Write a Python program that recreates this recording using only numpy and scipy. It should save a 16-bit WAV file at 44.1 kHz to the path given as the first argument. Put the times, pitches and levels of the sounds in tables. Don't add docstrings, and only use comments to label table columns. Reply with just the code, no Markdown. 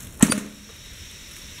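import sys
import numpy as np
from scipy import signal
from scipy.fft import rfft, irfft
from scipy.io import wavfile
from scipy.ndimage import uniform_filter1d

SR = 44100
rng = np.random.default_rng(int(sys.argv[2]) if len(sys.argv) > 2 else 0)


def persist_wave(psi):
    counts = np.round(np.clip(psi, -1, 1) * 32767).astype(np.int16)
    wavfile.write(sys.argv[1], SR, np.atleast_2d(counts).T)


def volts_from_db(level):
    exponent = np.asarray(level, float) / 20
    return 10 ** exponent


N = 70560
T = np.arange(N) / SR


def evened(x):
    return x / np.sqrt(np.mean(x ** 2) + 1e-20)


def read(points, hz):
    f, value = np.transpose(points)
    return np.interp(np.log(hz + 1), np.log(f + 1), value)


def bumps(rows, hz):
    return sum(db * np.exp(-((hz - f) / width_hz) ** 2) for f, width_hz, db in rows)


def curve(rows, column=1):
    rows = np.array(rows)
    return np.interp(T, rows[:, 0], rows[:, column])


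def noise(colour, patchy_db, flicker_db, boosts=((1, 1, 0),), size=512):
    frames, hz = 4 * N // size + 5, np.fft.rfftfreq(size, 1 / SR)
    real, imag, patch = rng.standard_normal((frames, len(hz), 3)).T
    patch = uniform_filter1d(patch, size=8, axis=0)
    patch = evened(uniform_filter1d(patch, size=10, axis=1))
    flicker = evened(uniform_filter1d(rng.standard_normal(frames), size=2))
    outside = (hz < colour[0][0] * .7) | (hz > colour[-1][0] * 1.3)
    colour_db = read(colour, hz) + bumps(boosts, hz) - 60 * outside
    gain = volts_from_db(colour_db[:, None] + patchy_db * patch + flicker_db * flicker)
    z = (real + 1j * imag) * gain
    return evened(signal.istft(z, nperseg=size, noverlap=3 * size // 4)[1][:N])


def ring(modes, start_s, db=0):
    t = np.maximum(T - start_s, 0)
    return sum(volts_from_db(db + level_db - 60 * t / t60_s) * np.sin(2 * np.pi * hz * t)
               for hz, level_db, t60_s in modes)


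def bursts(rows):
    out = np.zeros(N)
    for centre_s, peak_db, hz, length_ms in rows:
        t = T - centre_s
        bell = np.exp(-(t / (length_ms / 1000)) ** 2)
        out += volts_from_db(peak_db) * bell * np.sin(2 * np.pi * hz * t)
    return out


# pitch_hz, level_db, t60_s
VALVE_MODES = [(890, 1, 0.037), (1180, -4.5, 0.028), (1340, -1.5, 0.024), (1780, -6, 0.069)]
# start_s, level_db
VALVE_TICKS = [
    (0.194, -46),
    (0.2022, -37.5),
    (0.2094, -31),
    (0.2106, -25.5),
    (0.2137, -33.5),
    (0.2188, -35.5),
    (.283, -31),
]
# centre_s, peak_db, pitch_hz, length_ms
SLAMS = [
    (.2253, -19, 7600, .3),
    (.2265, 1, 7900, .4),
    (.2266, -16, 13000, .5),
    (.2284, -9, 8200, .5),
    (.2305, -14, 8000, .8),
    (.231, -18, 3500, .8),
    (.2345, -17, 7000, .8),
]
# pitch_hz, level_db, t60_s
CYLINDER_MODES = [(1320, -27, 0.017), (1910, -17, 0.037), (3590, -23, 0.031), (6410, -20.5, 0.055),
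                  (7300, -43, 0.034), (7240, -34, .05), (8800, -12, 0.021), (13000, -31, 0.0083)]
CYLINDER_START_S = .2272


def piston():
    ticks = sum(ring(VALVE_MODES, start_s, db) for start_s, db in VALVE_TICKS)
    return bursts(SLAMS) + ring(CYLINDER_MODES, CYLINDER_START_S) + ticks


# start_s, pitch_hz, length_s, rise_s
STOP = (.2283, 221, .0085, .0008)
STOP_DB = -0.5
# centre_s, peak_db, pitch_hz, length_ms
JOLTS = [(.231, -52, 39, 5.2), (.328, -31, 115, 7.8), (.232, -20.5, 660, 3.4), (.231, -23, 516, 2.3),
         (.232, -29.5, 460, 3.5), (0.21, -26.5, 1050, 3), (.2515, -18.5, 214, 5.2), (.287, -25, 255, 3.3),
         (.3005, -19.5, 290, 1.8), (0.3, -18, 230, 4), (.356, -21, 208, 20), (.3805, -18, 231, 3.4),
         (0.46, -33, 250, 0.94), (.4465, -27, 270, 2.3)]
# centre_s, peak_db, pitch_hz, length_ms
LATE_KNOCKS = [
    (.70, -44, 460, 7.4),
    (.697, -46, 637, 3.1),
    (1.59, -49.5, 980, 8),
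    (1.588, -45, 3570, 4),
    (1.592, -48, 2900, 4),
]
# pitch_hz, level_db, t60_s
FRAME_MODES = [(157, -27, 0.33), (203, -28, 0.38), (236.3, -29.5, 0.67), (287.3, -33.5, 0.86),
               (379, -33.5, 0.2), (421, -41, 0.66)]
# pitch_hz, level_db, t60_s
NOZZLE_FRAME_MODES = [(207, -31, 1), (615, -32, 0.24), (419, -38, 0.59)]


def frame():
    start_s, hz, length_s, rise_s = STOP
    t = np.maximum(T - start_s, 0)
    envelope = np.exp(-(t / length_s) ** 4) * (1 - np.exp(-t / rise_s))
    stop = volts_from_db(STOP_DB) * np.sin(2 * np.pi * hz * t) * envelope
    hum = ring(FRAME_MODES, start_s + length_s) + ring(NOZZLE_FRAME_MODES, KNOCKS[-1][0])
    out = stop + bursts(JOLTS + LATE_KNOCKS) + hum
    return signal.sosfiltfilt(signal.butter(2, 30, "high", fs=SR, output="sos"), out)


# freq_hz, level_db
EXHAUST_COLOUR = [(290, -46), (500, 1.5), (1030, -7), (1180, 0), (2360, -2.5), (4660, -10), (6800, -6),
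                  (10200, -10.5), (16000, -26)]
# start_s, low_db, bright_db, rise_s, t60_s
PUFFS = [
    (0.2088, -31.5, -41, 0.00087, 0.49),
    (0.2241, -16, -10, 0.0016, 0.04),
    (0.228, -33, -25, 0.0044, 0.51),
    (0.3218, -18.5, -21, 0.00062, 0.028),
    (0.377, -35.5, -28, 0.0016, 0.076),
    (0.384, -51, -37, 0.0054, 0.035),
    (.33, -40, -50, 0.021, 0.78),
    (0.689, -47.5, -59, 0.0021, 0.27),
]
SPLIT_HZ = 6400


def exhaust():
    hiss = noise(EXHAUST_COLOUR, patchy_db=0.43, flicker_db=1.1, size=256)
    low = signal.sosfiltfilt(signal.butter(4, SPLIT_HZ, fs=SR, output="sos"), hiss)
    bright = hiss - low
    out = np.zeros(N)
    for start_s, low_db, bright_db, rise_s, t60_s in PUFFS:
        t = np.maximum(T - start_s, 0)
        envelope = volts_from_db(-60 * t / t60_s) * np.minimum(t / rise_s, 1)
        out += envelope * (volts_from_db(low_db) * low + volts_from_db(bright_db) * bright)
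    return out


# start_s, level_db
KNOCKS = [
    (.3211, -15),
    (.3223, -15),
    (.3230, -19),
    (.3245, -23),
    (.3287, -26),
]
# pitch_hz, level_db, t60_s
NOZZLE_MODES = [(553, -9, 0.035), (896, -8.5, 0.015), (1240, -8.5, .016), (1430, -0.5, 0.016),
                (2620, -2, 0.013), (3210, -10, 0.0066), (6280, -8, 0.018), (8000, -7, 0.012),
                (11000, -16, 0.0091), (13800, -28, 0.0087)]
# centre_s, peak_db, pitch_hz, length_ms
CRACKS = [
    (.3214, -9, 3000, .12),
    (.3225, -11, 4000, .12),
    (.3232, -11, 4000, .12),
    (.3247, -14, 3000, .15),
]


def nozzle():
    out = np.zeros(N)
    for start_s, db in KNOCKS:
        modes = [(hz * rng.uniform(0.95, 1.01), level_db, t60_s) for hz, level_db, t60_s in NOZZLE_MODES]
        out += ring(modes, start_s, db)
    out = signal.sosfilt(signal.butter(2, 300, "high", fs=SR, output="sos"), out)
    return out + bursts(CRACKS)


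# time_s, pitch_hz, fundamental_db, second_harmonic_db, third_harmonic_db
SQUEAK = [
    (.294, 4830, -47, -62, -80),
    (.299, 4780, -28.5, -44, -62),
    (.306, 4720, -27, -38, -52),
    (.314, 4710, -22, -24.5, -46),
    (.3215, 4710, -31.5, -16, -42),
    (.3265, 4630, -28, -28.5, -48),
    (.332, 4600, -34, -34, -44),
    (.341, 4700, -45, -46, -70),
    (.372, 4730, -64, -46, -80),
]
WOBBLE_HZ, ROUGH_DB = 25.2, 2


def squeak():
    wobble, rough = (evened(uniform_filter1d(v, size=90)) for v in rng.standard_normal((2, N)))
    loose = np.clip((T - KNOCKS[0][0]) / .003, .05, 1)
    phase = 2 * np.pi * np.cumsum(curve(SQUEAK) + WOBBLE_HZ * loose * wobble) / SR
    gate = (T > SQUEAK[0][0]) * (T < SQUEAK[-1][0])
    tone = sum(volts_from_db(curve(SQUEAK, column=k + 1)) * np.sin(k * phase) for k in range(1, 4))
    return np.sqrt(2) * gate * volts_from_db(ROUGH_DB * loose * rough) * tone


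# freq_hz, level_db
BAG_COLOUR = [(590, -39), (1000, -9.5), (1350, -2.5), (4170, -6), (4790, -17), (6400, -3), (11200, -4.5),
              (16000, -13)]
# time_s, rustle_db
HANDLING = [(0, -45), (.05, -43.5), (.09, -49), (.19, -50), (.5, -56), (.9, -58), (.93, -56), (.97, -55),
            (1.28, -55.5), (1.38, -47), (1.45, -56), (1.6, -51)]
# centre_s, peak_db, pitch_hz, length_ms
SNAPS = [(.0065, -27, 8600, 0.31), (.0145, -38, 9000, .6), (.024, -33, 12300, 0.87), (.032, -33, 8000, 3.1),
         (.050, -35, 11000, 1.4), (.068, -45, 3700, 1), (.072, -35, 9900, 0.68), (0.072, -36.5, 2470, 1.2),
         (.077, -48, 7000, 0.92), (.097, -42, 8000, 1.2), (.107, -40, 8900, .8), (.126, -38, 7700, 2),
         (.134, -41, 8000, 1.1), (0.143, -41, 12100, .9), (.171, -44, 9500, .8), (0.1757, -37, 8700, 1),
         (.188, -56, 9000, 1), (.197, -26.5, 9200, 0.96), (.263, -31, 10200, .8), (.268, -22, 6600, .8),
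         (0.546, -42.5, 11000, 1.2), (.765, -39, 13000, .7), (.843, -44, 12000, 1), (.866, -47, 13000, .7),
         (.935, -38, 10100, 1), (.988, -41, 11000, .8), (1.114, -35.5, 9000, 1), (1.171, -39, 6000, 1),
         (1.232, -44, 9000, 1), (1.292, -38, 8300, 1), (1.317, -35, 9500, 1.1), (1.335, -39, 11000, 1),
         (1.367, -34, 8500, .8), (1.3665, -38, 12500, .8), (1.366, -33, 2500, 1.2), (1.312, -35, 8000, 1),
         (1.28, -43, 11200, 1), (1.386, -38, 11000, 1), (1.421, -40, 9500, 1), (1.589, -34, 3370, 7.7)]
GRAINS_PER_S, SNAP_Q = 900, 2.1


def bag():
    grain_db = 3.0 * np.minimum(rng.exponential(1, N), 4)
    grains = volts_from_db(grain_db) * (rng.random(N) < GRAINS_PER_S / SR)
    lumps = evened(2.0 + signal.lfilter([1], [1, -.97], grains))
    out = volts_from_db(curve(HANDLING)) * lumps * noise(BAG_COLOUR, patchy_db=0.9, flicker_db=1.05, size=256)
    hiss = rng.standard_normal(N)
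    for centre_s, peak_db, hz, length_ms in SNAPS:
        burst = hiss * np.exp(-((T - centre_s) * 1000 / length_ms) ** 2)
        snap = signal.filtfilt(*signal.iirpeak(hz, SNAP_Q, SR), burst)
        out += volts_from_db(peak_db) * snap / abs(snap).max()
    return out


# freq_hz, level_db
AIR_COLOUR = [(470, -38), (800, -16.5), (1920, 0.5), (3690, 0), (4800, -4.5), (5650, -2.5), (6910, -3.5),
              (12300, -18), (16000, -20)]
# freq_hz, width_hz, boost_db
PIPE = [(3700, 140, 1.6), (5570, 630, 4.85), (12300, 260, 11), (3797, 57, 8.2), (3490, 23, 6.1),
        (5285, 32, 10.6), (5530, 14, 9), (5610, 20, 11.6), (5890, 40, 7.4), (8040, 81, 6.7),
        (13100, 110, 3)]
# time_s, level_db
FLOW = [(0, -50.5), (.18, -57), (.45, -51.5), (.62, -48), (.75, -45.5), (1.1, -43.5), (1.5, -43),
        (1.6, -42.5)]


def dosing_air():
    hiss = noise(AIR_COLOUR, patchy_db=1.0, flicker_db=0.13, boosts=PIPE, size=2048)
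    return volts_from_db(curve(FLOW) + 0.5) * hiss


# freq_hz, level_db
RUMBLE_COLOUR = [(20, -13), (36, -9.5), (52, 0.5), (110, -9.5), (215, -13), (400, -21), (750, -25),
                 (1300, -35)]
RUMBLE_DB = -46.5
# time_s, level_db
SWELL = [(0, 3.5), (.15, 5), (.45, -4.5), (.8, 0.5), (.92, 0), (1.6, 1)]


def workshop_rumble():
    return volts_from_db(RUMBLE_DB + curve(SWELL)) * noise(RUMBLE_COLOUR, patchy_db=0.76, flicker_db=0.85, size=2048)


# freq_hz, t60_s
ROOM_DECAY = [(100, 1), (400, 0.93), (1500, 0.41), (5000, 0.18), (14000, 0.1)]
ROOM_DB = -19.5


def room(x):
    taps, at = np.zeros(SR // 2), np.arange(200, SR // 2 - 20, 20)
    taps[at + rng.integers(0, 20, len(at))] = rng.choice([-1., 1.], len(at))
    hz, t, z = signal.stft(taps, SR, nperseg=256)
    decay = volts_from_db(-60 * t / read(ROOM_DECAY, hz)[:, None])
    tail = signal.istft(z * decay, SR, nperseg=256)[1]
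    return signal.fftconvolve(x, tail / np.linalg.norm(tail))[:N]


def scene():
    shot = piston() + exhaust()
    low = frame()
    close = squeak() + nozzle()
    echoes = volts_from_db(ROOM_DB) * room(shot + 0.4 * low + .5 * close)
    steady = workshop_rumble() + dosing_air()
    return (shot + low + close + echoes + steady + bag())[None]


def roll_off(x):
    return signal.sosfilt(signal.butter(12, 16160, fs=SR, output="sos"), x)


# freq_hz, width_hz, depth_db
HOUSING_DIPS = [(767, 97, -7), (4880, 434, -7), (4800, 65, -5.5)]
EDGE_HZ = 15700


def record(dry):
    hz = np.fft.rfftfreq(N, 1 / SR)
    edge_db = -50 * np.clip((hz - EDGE_HZ) / 110, 0, 1)
    overloaded = np.clip(dry, -1.1, 1.1)
    x = irfft(rfft(overloaded) * volts_from_db(bumps(HOUSING_DIPS, hz) + edge_db), N)
    return roll_off(np.clip(x, -.97, .97))


dry = scene()
out = record(dry)
persist_wave(out)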